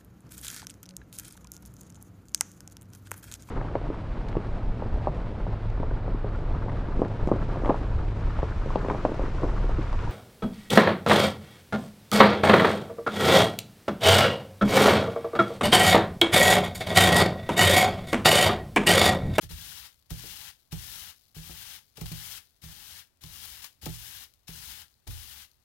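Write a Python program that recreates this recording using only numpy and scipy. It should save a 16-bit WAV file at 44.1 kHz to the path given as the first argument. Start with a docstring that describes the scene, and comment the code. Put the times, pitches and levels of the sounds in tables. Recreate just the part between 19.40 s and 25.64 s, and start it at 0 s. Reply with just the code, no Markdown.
"""A hand rubs bubble wrap in ten strokes, over wet, soapy wool on a table.
As the palm lands the film crunches and the table thumps; then skin swishes over the bubbles.
Between strokes the lather and the relaxing film tick faintly.
Close stereo microphones in a small room, the right one shadowed in the treble."""
import sys
import numpy as np
from scipy import signal
from scipy.fft import rfft, irfft, next_fast_len
from scipy.io import wavfile
from scipy.ndimage import map_coordinates

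SR = 44100
rng = np.random.default_rng(int(sys.argv[2]) if len(sys.argv) > 2 else 0)


def wrap_up_sound(samples):
    """Save the sound to the file named by the first command line argument, as 16-bit audio."""
    columns = np.atleast_2d(samples).T
    # keep every value between -1 and 1, then stretch to whole-number steps
    tamed = np.clip(columns, -1, 1)
    steps = np.round(tamed * 32767).astype(np.int16)
    wavfile.write(sys.argv[1], SR, steps)


N = 275177
TIME = np.arange(N) / SR

# The palm slides over the film, speeding up and slowing; sag applies half a stroke from the fastest point:
# land_s, lift_s, friction_db, fastest_fraction, sag_db, dry_skin_treble_db, rustle_after_db
PALM_STROKES = [(0.089, 0.472, -46, 0.5, 4, -1.2, -65.5), (0.695, 1.099, -45.5, 0.57, 4, -1, -65.5),
                (1.309, 1.708, -45, 0.57, 6.5, 0.1, -61), (1.944, 2.37, -47.5, 0.66, 2.5, 0.6, -62.5),
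                (2.554, 2.979, -45, 0.8, 4.5, 0.2, -63), (3.215, 3.605, -49, 0.75, 1.5, 1.4, -74),
                (3.807, 4.208, -47, 0.61, 7, 1.8, -66), (4.413, 4.838, -48, 0.67, 1.7, 2.8, -67.5),
                (5.07, 5.42, -47, 0.62, 3.8, 1.4, -66), (5.667, 6.032, -49, 0.52, 2.5, 2.7, -68.5)]
# Fingertips flick the film in passing: touch_s, lift_s, friction_db
FINGER_FLICKS = [(0.009, 0.041, -48.5), (4.219, 4.257, -49.5)]


def hand_motion():
    """Friction gain, arching with the speed of the hand, and progress 0-1 through each stroke."""
    friction, progress = np.zeros(N), np.zeros(N)
    for land_s, lift_s, top_db, fastest, sag_db, _, _ in PALM_STROKES:
        along = np.clip((TIME - land_s) / (lift_s - land_s), 0, 1)
        arch_db = top_db - sag_db * (2 * (along - fastest)) ** 2
        swell_db = np.exp(-((TIME - land_s - .04) / .014) ** 2)  # a brief lift just after landing
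        friction += skin_contact(land_s, lift_s) * from_db(arch_db + swell_db)
        progress = np.where(TIME >= land_s, along, progress)
    for touch_s, lift_s, friction_db in FINGER_FLICKS:
        friction += skin_contact(touch_s, lift_s) * from_db(friction_db)
    return friction, progress


def skin_contact(land_s, lift_s, grip_s=0.0039, peel_db_per_s=399):
    """Share of full friction while skin grips the film, slides and peels off."""
    grip = 1 - np.exp(-np.maximum(TIME - land_s, 0) / grip_s)
    return grip * from_db(-peel_db_per_s * np.maximum(TIME - lift_s, 0))


# Wet skin on film, heard close: frequency_hz, level_db
SWISH_SPECTRUM = [(300, -41), (600, -18.5), (850, -9.5), (1150, -11.5), (1600, -4.5), (2450, -5.5),
                  (3050, 0), (4300, -2.5), (6000, -3.5), (7900, -7.5), (10500, -4.5), (13000, -4),
                  (16000, -6)]


def swish(friction, progress):
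    """Wet skin slips over thousands of film wrinkles a second, plucking bubbles as it goes."""
    slips = grains(per_s=9000, spread_db=2.0, ring_s=0.00069)
    slips += from_db(-15.0) * grains(per_s=300, spread_db=1.5, ring_s=0.00032)
    cells = from_db(-11.5) * bubble_cells(plucks_per_cell_s=16, t60=0.044, low_hz=787, high_hz=5525)
    flutter = from_db(0.94 * drift(rate_hz=59))
    rub = at_microphones((slips + cells) * friction * flutter, SWISH_SPECTRUM)
    # a stroke starts thin and grows fuller as the palm flattens and slides off the wool
    body = butterworth(rub, 1, [750, 3200], "band")
    body_gain = from_db(-4.0 + 4.2 * progress ** 2)
    # a faster or drier hand sizzles more
    sizzle = butterworth(rub, 1, 7000, "high")
    land_s, lift_s, *_, dry_skin_db, _ = np.transpose(PALM_STROKES)
    dryness = from_db(np.interp(TIME, (land_s + lift_s) / 2, dry_skin_db))
    sizzle_gain = dryness * np.maximum(friction / from_db(-45.5), .4) ** 0.63
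    return from_db(0.74) * (rub + (body_gain - 1) * body + (sizzle_gain - 1) * sizzle)


def bubble_cells(plucks_per_cell_s, t60, low_hz, high_hz, count=64):
    """Air cells plucked in passing, each with a short note and a direction of its own; rms 1."""
    out = np.zeros((2, N))
    for pitch_hz in np.geomspace(low_hz, high_hz, count) * rng.uniform(.98, 1.02, count):
        plucks = rng.random(N) < plucks_per_cell_s / SR
        angle = rng.uniform(0, 2 * np.pi)
        out += np.outer([np.cos(angle), np.sin(angle)], ring(plucks, pitch_hz, t60))
    return rms_one(out)


# The film crumples under the hand: start_s, level_db
FILM_CRUNCHES = [(0.019, -47.5), (0.111, -36), (0.704, -31.5), (1.3213, -30.5), (1.947, -48), (2.5704, -38),
                 (2.6103, -33), (2.657, -33.5), (2.717, -33), (2.9206, -38), (3.236, -39), (3.834, -38),
                 (4.241, -33.5), (4.261, -43), (4.4564, -27.5), (5.0797, -36), (5.6734, -36.5)]
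# Crumpling film, heard close: frequency_hz, level_db
CRUNCH_SPECTRUM = [(250, -34), (700, 4), (1500, 2), (3200, 8), (5500, 7), (8000, 2), (11000, 3),
                   (16000, 3.5)]


def crunches():
    """Tight clusters of snaps as the film is flattened."""
    start_s, level_db = np.transpose(FILM_CRUNCHES)
    press = bursts(start_s - .001, from_db(level_db), rise_s=0.0035, decay_s=0.0077)
    snaps = grains(per_s=3600, spread_db=0.5, ring_s=0.00019)
    return from_db(-1.0) * at_microphones(press * snaps, CRUNCH_SPECTRUM)


# Palm and fingers land on the table: start_s, level_db, deep_part_db, hard_part_db
HAND_LANDINGS = [(0.031, -44, 1, -5), (0.108, -42.5, 3, -11), (0.711, -35.5, 4, -8.5),
                 (0.839, -53.5, -2, 8), (1.329, -29.5, -8.5, -13), (1.967, -38.5, -8, -13.5),
                 (2.096, -45, 1.5, 0.5), (2.58, -48.5, -20, 5), (2.615, -33.5, -6, -8.5),
                 (2.719, -32.5, -4, -16), (3.239, -43.5, -2, -12.5), (3.84, -42.5, -5.5, -14),
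                 (4.434, -52, 11, 1), (4.464, -29.5, -6, -4.5), (5.091, -39, -11, -13),
                 (5.671, -53.5, 19.5, 6), (5.717, -68, 26.5, 1)]
# Modes of the table top, at the microphones: pitch_hz, level_db, t60_s, left_minus_right_db
TABLE_TOP_MODES = [(52, -7, 0.21, -16), (82, -3, 0.17, 4), (116.3, -11, 0.5, -13.5), (160, 0, 0.24, -4.5),
                   (173.5, -11.5, 0.2, -6), (211, -13, 0.04, -4), (266, -6, 0.11, -8),
                   (346.4, -7.5, 0.15, 5), (430, -6, 0.09, 2), (468, -14, 0.15, -4), (546, -16, 0.2, 1),
                   (630, -19.5, 0.12, 18), (735, -13, 0.12, 1), (848, -11.5, 0.099, 6),
                   (1297, -14.5, 0.019, 29)]


def table_thumps():
    """Each landing taps the table's modes; the weight of the arm follows and shakes the deep ones."""
    start_s, level_db, deep_db, hard_db = np.transpose(HAND_LANDINGS)
    onsets = np.round((start_s - .003) * SR).astype(int)
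    latest_landing = np.maximum(np.searchsorted(onsets, np.arange(N), side="right") - 1, 0)
    settling = bursts(start_s, np.ones(len(start_s)), rise_s=0.00052, decay_s=0.018)
    leaning = 3.33 * bursts(start_s, np.ones(len(start_s)), rise_s=0.015, decay_s=0.027)
    out = np.zeros((2, N))
    for pitch_hz, mode_db, t60, pan_db in TABLE_TOP_MODES:
        deep, hard = pitch_hz < 135, pitch_hz > 235
        shake = .014 * rng.standard_normal(N) + 0.031 * rng.standard_normal((2, N))
        force = (leaning if deep else settling) * shake
        # the soft palm reaches each mode at a slightly different moment
        force[:, onsets + (rng.uniform(0, .004, len(onsets)) * SR).astype(int)] += 1
        force *= from_db(level_db + deep * deep_db + hard * hard_db + mode_db)[latest_landing]
        out += ring(force, pitch_hz, t60) * from_db([[pan_db / 2], [-pan_db / 2]])
    return from_db(-1.5) * butterworth(out, 5, 40, "high")  # the slowest flexing radiates no sound


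# The table under the dragging palm: frequency_hz, level_db
RUMBLE_SPECTRUM = [(20, -22), (45, -1), (75, 4), (120, -6), (160, -5), (210, -13), (400, -19.5), (700, -33),
                   (1500, -23.5)]


def drag_rumble(friction):
    """The palm bumps over the bubbles and shakes the table, most at the start of a stroke."""
    land_s = [stroke[0] for stroke in PALM_STROKES]
    weight = 1 + 3.4 * bursts(land_s, np.ones(len(land_s)), rise_s=0.018, decay_s=0.099)
    bumps = friction * weight * rng.standard_normal((2, N))
    return from_db(-14.0) * at_microphones(bumps, RUMBLE_SPECTRUM)


# Foam and relaxing film, heard close: frequency_hz, level_db
LATHER_SPECTRUM = [(400, -12), (1000, -21), (2500, -10.5), (4200, 0.5), (6000, -4.5), (8000, -9),
                   (12000, -3.5), (16000, -5.5)]


def lather():
    """Foam bursts and the film springs back after each stroke, dying down until the next."""
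    _, lift_s, *_, rustle_db = np.transpose(PALM_STROKES)
    unrest = bursts(lift_s, from_db(rustle_db), rise_s=0.056, decay_s=0.14)
    ticks = grains(per_s=200, spread_db=3.3, ring_s=.00035)
    fizz = 1.16 * grains(per_s=7800, spread_db=8.0, ring_s=0.00066)
    return from_db(-2.0) * at_microphones(unrest * (ticks + fizz), LATHER_SPECTRUM)


# Single wrinkles spring back: start_s, level_db
WRINKLE_TICKS = [(0.5432, -49), (0.625, -53), (1.8367, -54), (1.8532, -55), (3.672, -55), (3.772, -58),
                 (4.328, -51), (4.9377, -47), (6.115, -49.5)]


def wrinkle_ticks():
    """Lone, tiny snaps of the released film."""
    start_s, level_db = np.transpose(WRINKLE_TICKS)
    snaps = bursts(start_s, from_db(level_db), rise_s=0.0001, decay_s=0.0015)
    return from_db(-5.5) * at_microphones(snaps * rng.standard_normal((2, N)), LATHER_SPECTRUM)


def wall_reflections(sound, t60, wet_db):
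    """The close sound plus a short diffuse tail from the nearby walls."""
    age = TIME[:SR // 2]
    tail = rng.standard_normal((2, len(age))) * from_db(-60 * age / t60) * (age > .004)
    tail /= np.sqrt(np.sum(tail ** 2, axis=1, keepdims=True))
    return sound + from_db(wet_db) * signal.fftconvolve(sound, tail, axes=1)[:, :N]


# The small room at rest: frequency_hz, level_db
ROOM_SPECTRUM = [(20, -14), (45, -9), (70, -0.5), (130, -9.5), (250, -17.5), (600, -22), (2000, -26),
                 (8000, -31.5), (16000, -36)]


def room_tone():
    """A faint, steady, low hush behind the table."""
    return from_db(-74.5) * at_microphones(rng.standard_normal((2, N)), ROOM_SPECTRUM)


# The right microphone is shadowed, with a deep treble notch: frequency_hz, left_minus_right_db
MIC_SHADOW = [(50, -1.5), (140, -7), (480, -2.5), (800, 4), (1200, 9), (2500, 14.5), (3200, 12.5),
              (6200, 19), (8000, 30), (9400, 10), (10500, 5), (13000, 18), (16000, 24)]
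# How alike the two microphones sound: frequency_hz, correlation
MIC_LIKENESS = [(60, 0.71), (300, 0.2), (800, 0.24), (3000, 0.35), (8000, 0.048)]


def at_microphones(pair, spectrum, right_lag_s=.00008):
    """Colour two unrelated signals and blend them into left and right; the right hears them later."""
    size = next_fast_len(N + SR)
    hz = np.maximum(np.arange(size // 2 + 1) * SR / size, 1)
    mid, side = rfft(pair, size)
    alike = np.clip(at_hz(MIC_LIKENESS, hz), -1, 1)
    signs = np.array([[1], [-1]])
    shadow = from_db(signs * at_hz(MIC_SHADOW, hz) / 2)
    shadow /= np.sqrt(np.mean(shadow ** 2, axis=0))
    colour = rms_one(from_db(at_hz(spectrum, hz)))
    blend = np.sqrt(1 + alike) * mid + np.sqrt(1 - alike) * side * signs
    blend[1] *= np.exp(-2j * np.pi * hz * right_lag_s)
    return irfft(blend * shadow * colour, size)[:, :N]


def grains(per_s, spread_db, ring_s):
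    """Random snaps of uneven size, each a quickly dying burst of noise; rms 1."""
    born = rng.random(N) < per_s / SR
    sizes = from_db(spread_db * np.minimum(rng.exponential(1, N), 4))
    energy = signal.lfilter([1], [1, -np.exp(-1 / (ring_s * SR))], born * sizes ** 2 + 1e-18)
    return rms_one(np.sqrt(energy) * rng.standard_normal((2, N)))


def bursts(times, gains, rise_s, decay_s):
    """An envelope that swells and dies away at each given time."""
    out = np.zeros(N)
    for start_s, gain in zip(times, gains):
        age = np.maximum(TIME - start_s, 0)
        out += gain * (1 - np.exp(-age / rise_s)) * np.exp(-age / decay_s)
    return out


def ring(force, hz, t60):
    """A unit click sets a sine of height 1 ringing."""
    decay, step = from_db(-60 / (t60 * SR)), 2 * np.pi * hz / SR
    return signal.lfilter([0, np.sin(step)], [1, -2 * decay * np.cos(step), decay ** 2], force + 1e-18)


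def drift(rate_hz):
    """Smooth random wander of spread 1."""
    knots = rng.standard_normal(N // 20)
    return rms_one(map_coordinates(knots, [TIME * rate_hz], order=1, mode="wrap"))


def butterworth(x, order, hz, kind):
    """Filter with a flat passband."""
    return signal.sosfilt(signal.butter(order, hz, kind, fs=SR, output="sos"), x)


def at_hz(points, hz):
    """Read a table on a log-frequency axis."""
    points = np.array(points)
    return np.interp(np.log(hz), np.log(points[:, 0]), points[:, 1])


def from_db(db):
    """Decibels to gain."""
    return 10 ** (np.asarray(db) / 20)


def rms_one(x):
    """Scale to unit rms."""
    return x / np.sqrt(np.mean(x ** 2) + 1e-20)


def scene():
    """Film, lather and table up close, over a quiet room."""
    friction, progress = hand_motion()
    film = swish(friction, progress) + crunches() + wrinkle_ticks() + lather()
    film = wall_reflections(film, t60=0.28, wet_db=-13.5)
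    return film + room_tone() + table_thumps() + drag_rumble(friction)


def record(dry):
    """The top is cut steeply."""
    cutoff_hz = 15950
    return signal.sosfilt(signal.ellip(12, .1, 80, cutoff_hz, fs=SR, output="sos"), dry)


dry = scene()
out = record(dry)
wrap_up_sound(out)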